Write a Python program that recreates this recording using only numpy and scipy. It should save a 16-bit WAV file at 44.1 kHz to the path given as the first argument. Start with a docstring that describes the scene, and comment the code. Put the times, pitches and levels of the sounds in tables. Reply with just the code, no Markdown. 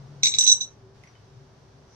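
"""In a small hard room, cockle shells are pried apart with small pliers on a ceramic plate. Tool and shell
knock on it, then a shell drops, chatters and settles. Each impact gives a broadband click and sets the
plate and the room around it ringing. Later a few faint ticks come from a bowl further off and
the pliers slide on to the next shell, all over a wavering low hum and hiss."""
import sys
import numpy as np
from scipy import signal
from scipy.fft import rfft, irfft, next_fast_len
from scipy.io import wavfile
from scipy.ndimage import uniform_filter1d, minimum_filter1d, map_coordinates

SR = 44100
rng = np.random.default_rng(int(sys.argv[2]) if len(sys.argv) > 2 else 0)


def generate_wav(signal):
    """Clip the signal to [-1, 1] and save it as 16-bit WAV at the path in sys.argv[1]."""
    frames = np.transpose(np.atleast_2d(signal))
    scaled = np.clip(frames, -1, 1) * 32767
    pcm = np.round(scaled).astype(np.int16)
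    wavfile.write(sys.argv[1], SR, pcm)


N = 85995
TOP_HZ = 15500

# Likeness of the two ears for rumble, hiss and rub: frequency_hz, correlation
EAR_COHERENCE = [(100, 1), (250, 0.92), (600, .4), (2000, .2), (8000, 0.034)]


def amp(db):
    """Decibels to amplitude ratio."""
    return 10 ** (np.asarray(db) / 20)


def unit(x):
    """Normalisation to rms 1."""
    return x / np.sqrt(np.mean(x ** 2) + 1e-20)


def along(points, hz):
    """Interpolation of (frequency_hz, value) points on a logarithmic axis."""
    f, v = np.transpose(points)
    return np.interp(np.log(hz + 1), np.log(f + 1), v)


def envelope(points):
    """Amplitude envelope through (time_s, level_db) points."""
    return amp(np.interp(np.arange(N) / SR, *np.transpose(points)))


def wobble(rate):
    """Smooth random modulation: a spline with rate knots a second."""
    return map_coordinates(rng.standard_normal(int(N * rate / SR) + 4), [np.arange(N) * rate / SR])


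def since(start_s):
    """Seconds since an onset, zero before it."""
    return np.maximum(np.arange(N) / SR - start_s, 0)


def sides(difference):
    """An interaural difference: plus half to the left, minus half to the right."""
    return np.array([[.5], [-.5]]) * difference


def filtered(x, response):
    """Linear filtering: the spectrum times a frequency response."""
    size = next_fast_len(N + SR // 4)
    return irfft(rfft(x, size) * response(np.fft.rfftfreq(size, 1 / SR)), size)[..., :N]


def minimum_phase(gain):
    """The causal response with these gains, by folding the cepstrum."""
    cepstrum = irfft(np.log(gain))
    half = cepstrum.shape[-1] // 2
    cepstrum[..., 1:half] *= 2
    cepstrum[..., half + 1:] = 0
    return np.exp(rfft(cepstrum))


def lowpass(x, hz):
    """Sixth-order roll-off above hz."""
    return signal.sosfilt(signal.butter(6, hz, fs=SR, output="sos"), x)


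def noise(spectrum, coherence):
    """Partly coherent stereo noise of rms 1: the mid-to-side ratio sets the correlation."""
    def response(hz):
        angle = np.arccos(np.clip(along(coherence, hz), -1, 1)) / 2
        return amp(along(spectrum, hz)) * [np.cos(angle), np.sin(angle)]
    mid, side = filtered(rng.standard_normal((2, N)), response)
    return unit(np.array([mid + side, mid - side]))


def tone(hz, drift_hz, flutter_db=2.5):
    """A sinusoid of rms 1 under random amplitude and frequency modulation."""
    flutter = amp(flutter_db * wobble(18))
    phase = 2 * np.pi * np.cumsum(hz + drift_hz * wobble(22)) / SR
    return unit(flutter * np.sin(phase))


def background():
    """Superposition of a swelling hum, low drones, a faint whine, room rumble and hiss."""
    # Envelopes: time_s, level_db
    hum_level = [(0, -45.5), (.23, -47), (.31, -61.5), (.56, -57), (.75, -67.5), (1.04, -58.5), (1.15, -73),
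                 (1.42, -48.5), (1.52, -72), (1.8, -54.5), (1.95, -74.5)]
    whine_level = [(0, -69), (.7, -68.5), (.9, -58.5), (1.05, -73), (1.42, -62), (1.6, -69.5),
                   (1.73, -64.5), (1.95, -69)]
    rumble_level = [(0, -51.5), (.3, -52.5), (.75, -55), (1.4, -55.5), (1.95, -54.5)]
    hiss_level = [(0, -62), (.25, -62), (.75, -65), (.93, -67.5), (.96, -62.5), (1.5, -64.5), (1.95, -64)]
    # Sustained tones: pitch_hz, level_db
    drone_tones = [(68, -67.5), (113, -61.5)]
    # Noise spectra: frequency_hz, gain_db
    rumble_spectrum = [(12, -47), (20, -17.5), (81, -13), (120, -1.5), (168, -12), (227, -13), (264, -14),
                       (350, -17), (384, -13.5), (422, -13), (455, -15.5), (967, -20.5), (1800, -32),
                       (2340, -60), (3960, -120)]
    hiss_spectrum = [(300, -5.5), (1500, 2.5), (2500, -2.5), (4000, -2), (6000, -0.5), (7200, -13.5),
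                     (8500, -17), (12000, -27), (15500, -29.5)]
    # Balance of the low sounds: frequency_hz, left_minus_right_db
    balance = [(60, -1.5), (130, 4.5), (280, -1)]
    hum = envelope(hum_level) * tone(136.7, drift_hz=5)
    drones = sum(amp(db) * tone(hz, drift_hz=5) for hz, db in drone_tones)
    whine = envelope(whine_level) * tone(386.5, drift_hz=6)
    rumble = envelope(rumble_level) * noise(rumble_spectrum, EAR_COHERENCE)
    hiss = envelope(hiss_level) * noise(hiss_spectrum, EAR_COHERENCE)
    return filtered(hum + drones + whine + rumble, lambda hz: amp(sides(along(balance, hz)))) + hiss


def clicks(times, levels_db, spectrum, t60_s):
    """Impact noise: a harder contact cracks brighter, and the ribbed shell grates after each."""
    # Balance of the clicks: frequency_hz, left_minus_right_db
    balance = [(2500, 3), (5200, -6.5), (6500, 1), (8100, -5), (13000, 10.5)]
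    # Likeness of the two ears: frequency_hz, correlation
    coherence = [(1000, 0.057), (3500, -0.25), (8000, 0)]
    soft_hz, hard_hz, rise_s = 8100, 15020, .0003
    scrape_db, scrape_t60_s = -14.5, .08
    force, t = np.zeros((2, N + SR)), np.arange(SR // 4) / SR
    for start_s, db in zip(times, levels_db):
        white = noise([(1, 0)], coherence)[:, :len(t)]
        hardness = amp(db - max(levels_db))
        cutoff_hz = soft_hz + (hard_hz - soft_hz) * hardness ** 3
        crack = lowpass(white * (1 - np.exp(-t / rise_s)) * amp(-60 * t / t60_s), cutoff_hz)
        grit = rng.standard_normal(white.shape) * amp(scrape_db - 60 * t / scrape_t60_s)
        force[:, round(start_s * SR):][:, :len(t)] += amp(db) * (crack + lowpass(grit, soft_hz))

    def response(hz):
        return minimum_phase(unit(amp(along(spectrum, hz) + sides(along(balance, hz)))))
    return filtered(force[:, :N], response)


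def ringing(contacts, loose):
    """Damped oscillation: each contact hushes the last ring and starts anew; its spot weights the tones."""
    # Pitches that ring after each clink, from the plate and the room around it: pitch_hz
    pitches_hz = [3451, 3773, 3876, 3908, 5875, 6001, 6061, 6408, 7594, 7723, 9965, 10925, 13050, 14220,
                  15200]
    # For each pitch: t60_s, knocked_db, loose_shell_db, left_minus_right_db, left_lead_rad
    partials = [(0.057, -28.5, -24, -9, 2), (0.045, -3, -15.5, -1.5, 3.55), (.12, -6.5, -12.5, 3.5, 1.5),
                (0.084, -9, -1, -4, 2.5), (.24, -3.5, -7, 5, 2), (.15, -16.5, -11.5, 6, -3),
                (0.14, -7, -0.5, -18.5, -3), (0.31, -11, -26, 1.5, 1.8), (0.24, -0.5, -1.5, 13.5, 3.5),
                (.2, -5.5, -1.5, 7.5, 1.64), (0.24, -26, -17, 9.5, 1), (0.099, -1.5, 0, 19, 4.5),
                (.16, -4, -5.5, 9, 3.2), (.17, -10, -16, 16, 3), (.14, -14, -12.5, 13, 2)]
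    # Borders of the low, middle, high and top registers: frequency_hz
    edges_hz = [5000, 7000, 10400]
    ring_db, rise_s, touch_s = 1.5, 0.00094, .003
    out, t = np.zeros((2, N + SR)), np.arange(SR // 3) / SR
    ends = [row[0] for row in contacts[1:]] + [N / SR]
    for (start_s, *register_db, _), end_s in zip(contacts, ends):
        free_s, start = end_s - start_s, round(start_s * SR)
        age = t[t < free_s + 10 * touch_s]
        attack = 1 - np.exp(-(age / rise_s) ** 2)
        damping = 1 / np.cosh(np.clip((age - free_s) / touch_s, 0, 20))
        phases = rng.uniform(0, 2 * np.pi, len(partials))
        for hz, (t60_s, knocked_db, loose_db, pan_db, lead), phase in zip(pitches_hz, partials, phases):
            db = ring_db + register_db[np.searchsorted(edges_hz, hz)] + (loose_db if loose else knocked_db)
            partial = amp(db - 60 * age / t60_s) * np.sin(2 * np.pi * hz * age + phase + sides(lead))
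            out[:, start:start + len(age)] += unit(amp(sides(pan_db))) * attack * damping * partial
    return out[:, :N]


def room(x, wall_delay_s=.003):
    """Diffuse reverberation: convolution with exponentially decaying noise, one tail per ear."""
    # Reverberation time: frequency_hz, t60_s
    decay = [(300, 0.9), (2500, 0.14), (6000, 0.18), (12000, 0.15)]
    hz, t, spectra = signal.stft(rng.standard_normal((2, SR // 2)), SR, nperseg=256)
    tail = signal.istft(spectra * amp(-60 * t / along(decay, hz)[:, None]), SR, nperseg=256)[1]
    tail *= np.arange(tail.shape[1]) / SR > wall_delay_s
    return signal.fftconvolve(x, tail / np.linalg.norm(tail[0]), axes=1)[:, :N]


def clinks(contacts, spectrum, click_db, click_t60_s, loose):
    """Direct and reverberant sound of impacts on the plate, each a click and a ring."""
    click_room_db, ring_room_db = -7, -12.5
    times, *_, levels_db = np.transpose(contacts)
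    click = amp(click_db) * clicks(times, levels_db, spectrum, click_t60_s)
    ring = ringing(contacts, loose)
    return click + ring + room(amp(click_room_db) * click + amp(ring_room_db) * ring)


def plier_knocks():
    """Impulsive excitation: the pliers and the held shell strike the plate."""
    # Knocks: start_s, low_ring_db, middle_ring_db, high_ring_db, top_ring_db, click_db
    knocks = [(0.2252, -37, -47, -56, -71, -50.5), (0.2325, -10, -12.5, -30.5, -44, -16.5),
              (0.2492, -13.5, -23.5, -27, -53.5, -25.5), (0.2558, -11, -20, -28.5, -54, -18.5),
              (0.2662, -10.5, -19.5, -26, -51, -20), (0.2702, -13, -18, -29, -52, -19),
              (0.319, -20, -31.5, -41.5, -77, -36.5), (0.3383, -15.5, -31, -44.5, -81, -25),
              (0.3475, -15.5, -31.5, -46, -81, -28), (0.3645, -30.5, -35.5, -50.5, -82, -31)]
    # Click spectrum: frequency_hz, gain_db
    spectrum = [(200, -29.5), (900, -22), (1750, -23), (2250, 3), (3100, -12.5), (3800, 6.5), (4800, -4),
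                (5700, 2), (7200, -8.5), (8400, -23), (13000, -27), (15500, -37.5)]
    return clinks(knocks, spectrum, click_db=2.5, click_t60_s=0.023, loose=False)


def dropped_shell():
    """Inelastic collisions: the loose shell bounces and rocks to rest on the plate."""
    # Bounces: start_s, low_ring_db, middle_ring_db, high_ring_db, top_ring_db, click_db
    bounces = [(0.3848, -12.5, -12, -22, -48, -22), (0.409, -14.5, -15.5, -30, -57, -25.5),
               (0.4253, -22, -22, -39.5, -66, -30.5), (0.4365, -29, -14.5, -32, -70, -31),
               (0.456, -19, -23, -38, -67, -34), (0.465, -12.5, -17, -28.5, -51, -25),
               (0.4752, -6.5, -7, -30, -51.5, -20), (0.4973, -6.5, -14.5, -30.5, -62.5, -25),
               (0.5147, -8, -5, -25, -65.5, -27.5), (0.5293, -23, -17.5, -35.5, -77, -34.5),
               (0.572, -39, -42, -68, -90.5, -47.5), (0.604, -33, -31, -47, -82, -44),
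               (0.6085, -21.5, -21.5, -58, -87, -47), (0.619, -22.5, -27.5, -46, -92, -40.5),
               (0.643, -34.5, -38, -58.5, -96, -49), (0.6755, -49.5, -46, -70, -91, -69)]
    # Click spectrum: frequency_hz, gain_db
    spectrum = [(200, -28.5), (1100, -15), (1700, -17.5), (2500, -8.5), (3700, 0.5), (4500, -4), (5700, 4),
                (7500, -8.5), (9000, -11), (11000, -31.5), (13000, -30.5), (15500, -47.5)]
    return clinks(bounces, spectrum, click_db=9, click_t60_s=0.0077, loose=True)


def bowl_ticks(ring_t60_s=0.13, room_db=-3):
    """Light impacts, each with one damped tone, as the next shell is picked from the far bowl."""
    # Ticks: start_s, click_db, ring_hz, ring_db
    ticks = [(1.036, -45, 2070, -65.5), (1.073, -49.5, 5820, -58.5), (1.152, -57.5, 3040, -60.5)]
    # Click spectrum: frequency_hz, gain_db
    spectrum = [(500, -17), (1500, -12), (2100, 11), (3200, -9), (6000, -8), (8500, -26), (10200, -14),
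                (12000, -34)]
    times, levels_db, *_ = np.transpose(ticks)
    direct = clicks(times, levels_db, spectrum, t60_s=0.022)
    for start_s, _, hz, db in ticks:
        age = since(start_s)
        direct += amp(db - 60 * age / ring_t60_s) * np.sin(2 * np.pi * hz * age)
    return direct + amp(room_db) * room(direct)


def plier_rub(start_s=1.86, rise_s=0.058, level_db=-62):
    """Sliding friction: steel on the next shell gives a faint narrow band of noise."""
    # Friction spectrum: frequency_hz, gain_db
    spectrum = [(3000, -20), (4800, -9), (5900, 2), (6500, -12), (7600, -26), (12000, -45)]
    onset = np.clip(since(start_s) / rise_s, 0, 1)
    return amp(level_db + 2 * wobble(70)) * onset * noise(spectrum, EAR_COHERENCE)


def scene():
    """Superposition: the pressures of all the sources add."""
    return background() + plier_knocks() + dropped_shell() + bowl_ticks() + plier_rub()


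def record(dry, ceiling=.87, smoothing_s=.004):
    """Peak limiting holds the loudest clinks down; band limiting removes all above TOP_HZ."""
    needed = ceiling / np.maximum(np.abs(dry).max(axis=0), ceiling)
    size = round(smoothing_s * SR)
    gain = uniform_filter1d(minimum_filter1d(needed, 2 * size), size)
    return filtered(dry * gain, lambda hz: hz < TOP_HZ)


dry = scene()
out = record(dry)
generate_wav(out)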